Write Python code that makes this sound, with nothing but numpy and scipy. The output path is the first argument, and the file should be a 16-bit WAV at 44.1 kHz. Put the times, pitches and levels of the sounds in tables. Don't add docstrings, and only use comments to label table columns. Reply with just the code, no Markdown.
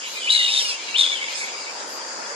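import sys
import numpy as np
from scipy import signal
from scipy.io import wavfile
from scipy.ndimage import uniform_filter1d

SR = 44100
rng = np.random.default_rng(int(sys.argv[2]) if len(sys.argv) > 2 else 0)


def master_out(mix):
    frames = np.transpose(np.atleast_2d(mix))
    ceiling = np.clip(frames, -1, 1)
    pcm = np.round(ceiling * 32767).astype(np.int16)
    wavfile.write(sys.argv[1], SR, pcm)


def decibels_to_gain(level_db):
    exponent = np.asarray(level_db, float) / 20
    return 10 ** exponent


N = 103635
T = np.arange(N) / SR


def evened(x):
    return x / np.sqrt(np.mean(x ** 2) + 1e-20)


def read(points, hz):
    f, value = np.transpose(points)
    return np.interp(np.log(hz + 1), np.log(f + 1), value)


def add(mix, start_s, sound, pan_db):
    part = mix[:, max(round(start_s * SR), 0):][:, :len(sound)]
    part += decibels_to_gain(np.array([[pan_db / 2], [-pan_db / 2]])) * sound[:part.shape[1]]


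def drift(size, hz):
    b, a = signal.butter(2, min(hz / SR * 2, .9))
    settle = 500
    return evened(signal.lfilter(b, a, rng.standard_normal(size + settle))[settle:])


def turns(hz):
    return 2 * np.pi * np.cumsum(hz) / SR


def fuzzy(hz, width_hz):
    phase = turns(hz)
    in_phase = drift(len(hz), width_hz / 2) * np.cos(phase)
    return in_phase + drift(len(hz), width_hz / 2) * np.sin(phase)


def unroll(table):
    at_s, level_db, pitch_hz = np.transpose(table)
    t = np.arange(at_s[0], at_s[-1], 1 / SR)
    edge = np.clip(np.minimum(t - t[0], t[-1] - t) / 0.0025, 0, 1)
    return t - t[0], edge * decibels_to_gain(np.interp(t, at_s, level_db)), np.interp(t, at_s, pitch_hz)


def swell(length_s):
    return np.sin(np.pi * np.linspace(0, 1, round(length_s * SR))) ** .7


def tone(hz, third_db, rough):
    throb_depth, throb_hz = .45, 70
    t = np.arange(len(hz)) / SR
    phase = turns(hz + 20 * drift(len(t), 120))
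    throb = 1 + throb_depth * np.sin(2 * np.pi * (throb_hz * t + rng.random()))
    clear = np.cos(phase) + decibels_to_gain(third_db) * np.cos(3 * phase)
    return evened(throb * ((1 - rough) * clear + rough / 2 * fuzzy(hz, 260)))


def trees(x):
    t60_s, first, spacing, size = .3, 90, 20, SR // 2
    slots = np.arange(first, size, spacing)
    at = slots + rng.integers(0, spacing, (2, len(slots)))
    taps = np.zeros((2, size + spacing))
    np.put_along_axis(taps, at, rng.choice([-1., 1.], at.shape) * decibels_to_gain(-60 * at / SR / t60_s), 1)
    return signal.fftconvolve(x, taps / np.linalg.norm(taps[0]), axes=1)[:, :N]


# f/Hz, likeness/1
EAR_LIKENESS = [(60, 0.2), (130, -0.69), (280, 1), (620, 0.31), (1340, -0.14), (2920, 0.28), (6350, -0.15),
                (13800, 0.35)]
# f/Hz, lean/dB
EAR_LEAN = [(60, 0.0), (110, 1.5), (200, -2.5), (370, -0.5), (670, -1), (1230, -0.5), (2250, 5.5),
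            (4120, 4.5), (7550, 1), (13800, -13.5)]


def wash(spectrum, patchy_db):
    frames, hz = N // 256 + 5, np.fft.rfftfreq(1024, 1 / SR)
    a, b, c, d, patches = rng.standard_normal((frames, 513, 5)).T
    patches = evened(uniform_filter1d(uniform_filter1d(patches, size=10, axis=0), size=12, axis=1))
    same = np.clip(read(EAR_LIKENESS, hz), -1, 1)[:, None]
    lean = decibels_to_gain(read(EAR_LEAN, hz)[:, None] / 2)
    left = a + 1j * b
    right = same * left + np.sqrt(1 - same ** 2) * (c + 1j * d)
    z = np.array([left * lean, right / lean])
    ends = (hz > spectrum[0][0]) & (hz < spectrum[-1][0])
    z *= decibels_to_gain(read(spectrum, hz)[:, None] + patchy_db * patches) * ends[:, None]
    return evened(signal.istft(z, nperseg=1024, noverlap=768)[1][:, :N])


# f/Hz, density/dB
ROAD_SPECTRUM = [(35, -79), (60, -18.5), (169, -17.5), (521, -6), (684, -6.5), (944, -5), (1770, -6.5),
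                 (2810, -17.5), (3500, -25), (4550, -74), (7700, -120)]
# t/s, level/dB
ROAD_SWELL = [(0.0, -41.5), (0.79, -40), (2.35, -35)]
# f/Hz, width/Hz, level/dB
TYRE_HUMS = [(528.2, 109, -51), (929.3, 123, -49)]


def road():
    hums = np.zeros((2, N))
    for hz, width_hz, db in TYRE_HUMS:
        hums += decibels_to_gain(db + 38) * fuzzy(np.full(N, hz), width_hz)
    return decibels_to_gain(np.interp(T, *np.transpose(ROAD_SWELL))) * (wash(ROAD_SPECTRUM, patchy_db=1.5) + hums)


# f/Hz, density/dB
INSECT_SPECTRUM = [(3300, -11), (3900, -16), (4800, 5), (5700, -3.5), (6900, 0.5), (8500, -14),
                   (10500, -19.5), (14300, -38)]


def insects():
    level_db = -35 + .6 * drift(N, 4)
    return decibels_to_gain(level_db) * wash(INSECT_SPECTRUM, patchy_db=1.8)


# t/s, level/dB
COLONY_LEVEL = [(0.0, -41.5), (0.51, -42.5), (0.67, -38), (.78, -42), (1.0, -37.5), (1.8, -48.5),
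                (1.87, -51), (2.35, -59.5)]


def colony():
    count, rate_per_s, low_hz, high_hz, glide_span = 600, 260, 2091, 4246, 0.2393
    mix = np.zeros((2, N))
    for s, pitch, glide, size, side, long in rng.random((count, 6)):
        env = swell(.015 + .04 * long)
        bend = 1 + glide_span * (glide - .5) * np.linspace(-1, 1, len(env))
        hz = (low_hz + (high_hz - low_hz) * pitch) * bend
        squeak = decibels_to_gain(-2.2 * np.log(size + 0.017)) * env * np.cos(turns(hz))
        add(mix, s * count / rate_per_s, squeak, 16 * (side - .5))
    level_db = np.interp(T, *np.transpose(COLONY_LEVEL)) + 5.5
    return decibels_to_gain(level_db) * evened(trees(mix) + 0.68 * mix)


# t/s, length/s, level/dB
INSECT_BUZZES = [
    (.04, .16, -56),
    (1.855, .14, -58),
    (1.28, .07, -62),
    (1.42, .07, -63),
]


def buzzes():
    from_hz, to_hz, width_hz, pan_db = 10600, 12550, 1400, -22.5
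    mix = np.zeros((2, N))
    for start_s, length_s, db in INSECT_BUZZES:
        env = swell(length_s)
        add(mix, start_s, decibels_to_gain(db) * env * fuzzy(np.linspace(from_hz, to_hz, len(env)), width_hz), pan_db)
    return mix


# t/s, length/s, level/dB, f/Hz, left-right/dB
FAR_HISSES = [
    (1.33, 0.12, -38, 6500, -1.5),
    (0, .1, -34.5, 2700, -1),
    (.12, 0.26, -44, 7050, 3),
]


def hisses():
    mix = np.zeros((2, N))
    for start_s, length_s, db, hz, pan_db in FAR_HISSES:
        env = swell(length_s)
        add(mix, start_s, decibels_to_gain(db) * env * fuzzy(np.full(len(env), hz), 0.46 * hz), pan_db)
    return mix


# t/s, length/s, level/dB, f/Hz, left-right/dB
SMALL_PEEPS = [(.9, .03, -42, 6400, 0), (1.115, .045, -41, 6600, 4), (1.345, .022, -30, 5250, -3),
               (1.39, .02, -40, 4300, 6), (.705, .045, -33, 2600, 5), (2.008, .02, -41, 3200, 0),
               (1.45, .015, -39, 3300, 0), (1.325, .02, -38, 3250, 0), (2.25, .02, -46, 3400, 0),
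               (.98, .015, -33, 2950, -8), (1.31, .03, -41, 3150, -6)]


def peeps():
    mix = np.zeros((2, N))
    for start_s, length_s, db, hz, pan_db in SMALL_PEEPS:
        env = swell(length_s)
        add(mix, start_s, decibels_to_gain(db) * env * tone(np.full(len(env), hz), -60, 0.12), pan_db)
    return mix


# t/s, length/s, level/dB, start f/Hz, end f/Hz, hoarseness/1
SHORT_CHIRPS = [(.15, .055, -32, 2450, 2350, .15), (.335, .035, -27, 2150, 2150, .2),
                (.385, .04, -26, 2130, 1940, .1), (.64, .03, -28, 2900, 2870, .2),
                (.878, .025, -32, 2250, 2200, .5), (.925, .035, -39, 2300, 2380, .5),
                (1.055, .04, -36, 2350, 2330, .5), (1.113, .04, -27, 2270, 2250, .2),
                (1.205, .045, -26, 2240, 2170, .45), (1.272, .03, -31, 2200, 2300, .6),
                (1.345, .05, -36, 2450, 2350, .8), (1.4, .062, -28, 2320, 2150, .55),
                (1.465, .04, -33, 2200, 2300, .6), (.475, .04, -27, 2380, 2780, .3),
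                (1.655, .06, -35, 2150, 2500, .1), (1.18, .025, -35, 2000, 2150, .5),
                (1.53, .03, -37, 2300, 2350, .5), (.548, .03, -31, 2650, 2750, .4)]


def chirps():
    mix = np.zeros((2, N))
    for start_s, length_s, db, from_hz, to_hz, rough in SHORT_CHIRPS:
        env = swell(length_s)
        hz = np.linspace(from_hz, to_hz, len(env))
        add(mix, start_s, decibels_to_gain(db) * env * tone(hz, third_db=-24, rough=np.clip(rough, 0, 1)), .6)
    return mix


# t/s, level/dB, f/Hz
WHISTLE_CONTOUR = [(.205, -38, 3200), (.235, -30, 2970), (.3, -26, 2980), (.34, -29, 2900),
                   (.46, -23, 2876), (.48, -32, 2870), (.53, -33, 2950)]


def whistle():
    t, gain, hz = unroll(WHISTLE_CONTOUR)
    return gain * tone(hz, third_db=-50, rough=.35)


# t/s, effort/dB, f/Hz
SQUEAL_CONTOUR = [(.475, -45, 610), (.505, -30, 728), (.55, -27, 783), (.585, -25, 765), (.625, -24, 788),
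                  (.645, -28, 732), (.67, -28, 730), (.7, -26, 686), (.755, -36, 635)]
# f/Hz, gain/dB
MOUTH = [(1500, -74.5), (2600, 6), (3500, 4), (4600, 5), (5500, 11), (6300, -3), (10000, -11.5),
         (13000, -23)]


def squeal():
    roughness, rough_hz, flicker_db, flicker_hz = .16, 410, 2.2, 27
    t, gain, hz = unroll(SQUEAL_CONTOUR)
    hz = hz * (1 + 0.0084 * drift(len(t), 82))
    phase = turns(hz)
    stack = np.zeros(len(t))
    for k in range(2, 17):
        level = decibels_to_gain(read(MOUTH, k * hz) + flicker_db * drift(len(t), flicker_hz))
        stack += level * (np.cos(k * phase) + roughness * k / 3 * fuzzy(k * hz, rough_hz))
    return gain * evened(stack)


# t/s, peak level/dB
FLUTTER_BURSTS = [(0.3046, -12.9), (0.3102, -14.1), (0.3227, -14.4), (0.3303, -11.8), (0.3399, -13.0),
                  (0.3499, -11.1), (0.3609, -15.1), (0.3681, -14.9), (0.3798, -14.7), (0.3947, -16.1),
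                  (0.4039, -18.1), (0.4133, -16.1), (0.4231, -18.5), (0.4321, -15.6), (0.4431, -16.4),
                  (0.4503, -15.1), (0.4637, -19.0), (0.4697, -20.4), (0.482, -16.9), (0.4897, -21.1),
                  (0.496, -27.5), (0.5019, -20.4), (0.5122, -19.8), (0.5216, -18.3), (0.5324, -22.5),
                  (0.5408, -16.1), (0.551, -17.7), (0.5618, -16.4), (0.5719, -14.9), (0.5786, -16.2),
                  (0.5885, -17.6), (0.5942, -17.1), (0.9656, -21.7), (0.9722, -21.0), (0.9844, -12.3),
                  (0.993, -11.5), (1.0007, -12.3), (1.0117, -8.7), (1.0215, -13.2), (1.0347, -18.0),
                  (1.0426, -14.8), (1.0526, -14.5), (1.0648, -15.6), (1.0759, -16.1), (1.0872, -21.9),
                  (1.0997, -21.3), (1.1062, -24.0), (1.1185, -20.9), (1.13, -20.9), (1.1434, -25.2),
                  (1.1549, -25.2), (1.1606, -27.5), (1.173, -29.2), (1.1851, -33.6), (1.1935, -35.9)]


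def screech(table, rasp_width_hz, rasp_share):
    scoop_s, scoop_db, between_db = .028, -6, -10
    burst_s, burst_gain_db = .0021, -3.5
    overtone_db, air_db = -24, -14
    t, gain, hz = unroll(table)
    wobble = .022 * np.clip(t / scoop_s - .7, .15, 1) * drift(len(t), 220)
    hz = uniform_filter1d(hz, size=100) * (1 + wobble)
    bursts = np.zeros(len(t))
    for s, db in FLUTTER_BURSTS:
        bursts += decibels_to_gain(db + burst_gain_db) * np.exp(-((t + table[0][0] - s) / burst_s) ** 2 / 2)
    chop = np.clip(t / scoop_s - .9, 0, .5) * 2
    rasp = rasp_share * (.5 + chop / 2)
    clear = np.sqrt(2) * np.cos(turns(hz))
    voice = (1 - rasp) * clear + rasp * fuzzy(1.03 * hz, rasp_width_hz)
    voice = voice / np.hypot(1 - rasp, rasp)
    haze = chop * (decibels_to_gain(overtone_db) * fuzzy(2 * hz, 3400) + decibels_to_gain(air_db) * fuzzy(1.3 * hz, 5400))
    held = gain * decibels_to_gain(scoop_db + chop * (between_db - scoop_db))
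    return (held + bursts) * voice + (gain + 0.29 * bursts) * haze


# t/s, effort/dB, f/Hz
SCREECH_CONTOURS = [
    [(.27, -21, 2197), (.291, -14, 2930), (.298, -14.5, 3880), (.345, -17, 3970), (.385, -19.5, 3725),
     (.52, -24, 3720), (.59, -19, 3650), (.615, -17, 2850), (.63, -28, 2650)],
    [(.94, -22, 2530), (.961, -11, 3050), (.968, -19, 3602), (1.01, -13.5, 3680), (1.03, -19, 3476),
     (1.09, -26, 3459), (1.13, -25.5, 3500), (1.165, -26, 3200), (1.195, -28, 2840)],
    [(1.19, -32, 3050), (1.24, -26, 3332), (1.3, -38, 3063)],
]
# width/Hz, share/1
SCREECH_RASPS = [(800, .4), (650, .36), (500, .6)]


def calls():
    mix = np.zeros((2, N))
    for table, rasp in zip(SCREECH_CONTOURS, SCREECH_RASPS):
        add(mix, table[0][0], screech(table, *rasp), 5.5)
    add(mix, SQUEAL_CONTOUR[0][0], squeal(), 3)
    add(mix, WHISTLE_CONTOUR[0][0], whistle(), -1.5)
    return mix + chirps() + peeps() + hisses()


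def scene():
    treble_hz, treble_pan_db, port_lag_s, trees_db = 7340, -19.5, -.00027, -9
    near = signal.sosfilt(signal.butter(6, [1600, 11500], "band", fs=SR, output="sos"), calls())
    treble = signal.sosfiltfilt(signal.butter(3, treble_hz, "high", fs=SR, output="sos"), near)
    near = near + treble * (decibels_to_gain(np.array([[.5], [-.5]]) * treble_pan_db) - 1)
    near[1] = np.roll(near[1], round(port_lag_s * SR))
    swarm = insects()
    return near + decibels_to_gain(trees_db) * trees(near) + colony() + buzzes() + road() + swarm


def roll_off(x):
    return signal.sosfilt(signal.butter(12, 14410, fs=SR, output="sos"), x)


# f/Hz, level/dB
GATE_FLOOR = [(60, -69), (150, -81), (260, -110), (8800, -110), (10000, -87), (14000, -88)]


def record(dry):
    gate_rise, scatter_db = 0.33, 3.0
    x = signal.sosfilt(signal.butter(2, 110, "high", fs=SR, output="sos"), dry)
    hz, t, z = signal.stft(x, SR, nperseg=2048, noverlap=1024)
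    power = abs(z) ** 2 + 1e-16
    wide = uniform_filter1d(power, size=16, axis=1)
    narrow = uniform_filter1d(power, size=2, axis=1)
    band_db = 10 * np.log10(abs(np.where(hz[:, None] > 2000, wide, narrow)) + 1e-16)
    loud_db = 10 * np.log10(power.sum((0, 1)))
    over_db = band_db - read(GATE_FLOOR, hz)[:, None] - gate_rise * (loud_db - loud_db.min())
    scatter = np.repeat(rng.standard_normal((2, 129, len(t))), 8, axis=1)[:, :len(hz)]
    over_db += scatter_db * scatter
    gated = signal.istft(z * np.clip(over_db, 0, 1), SR, nperseg=2048, noverlap=1024)[1][:, :N]
    return roll_off(gated)


dry = scene()
out = record(dry)
master_out(out)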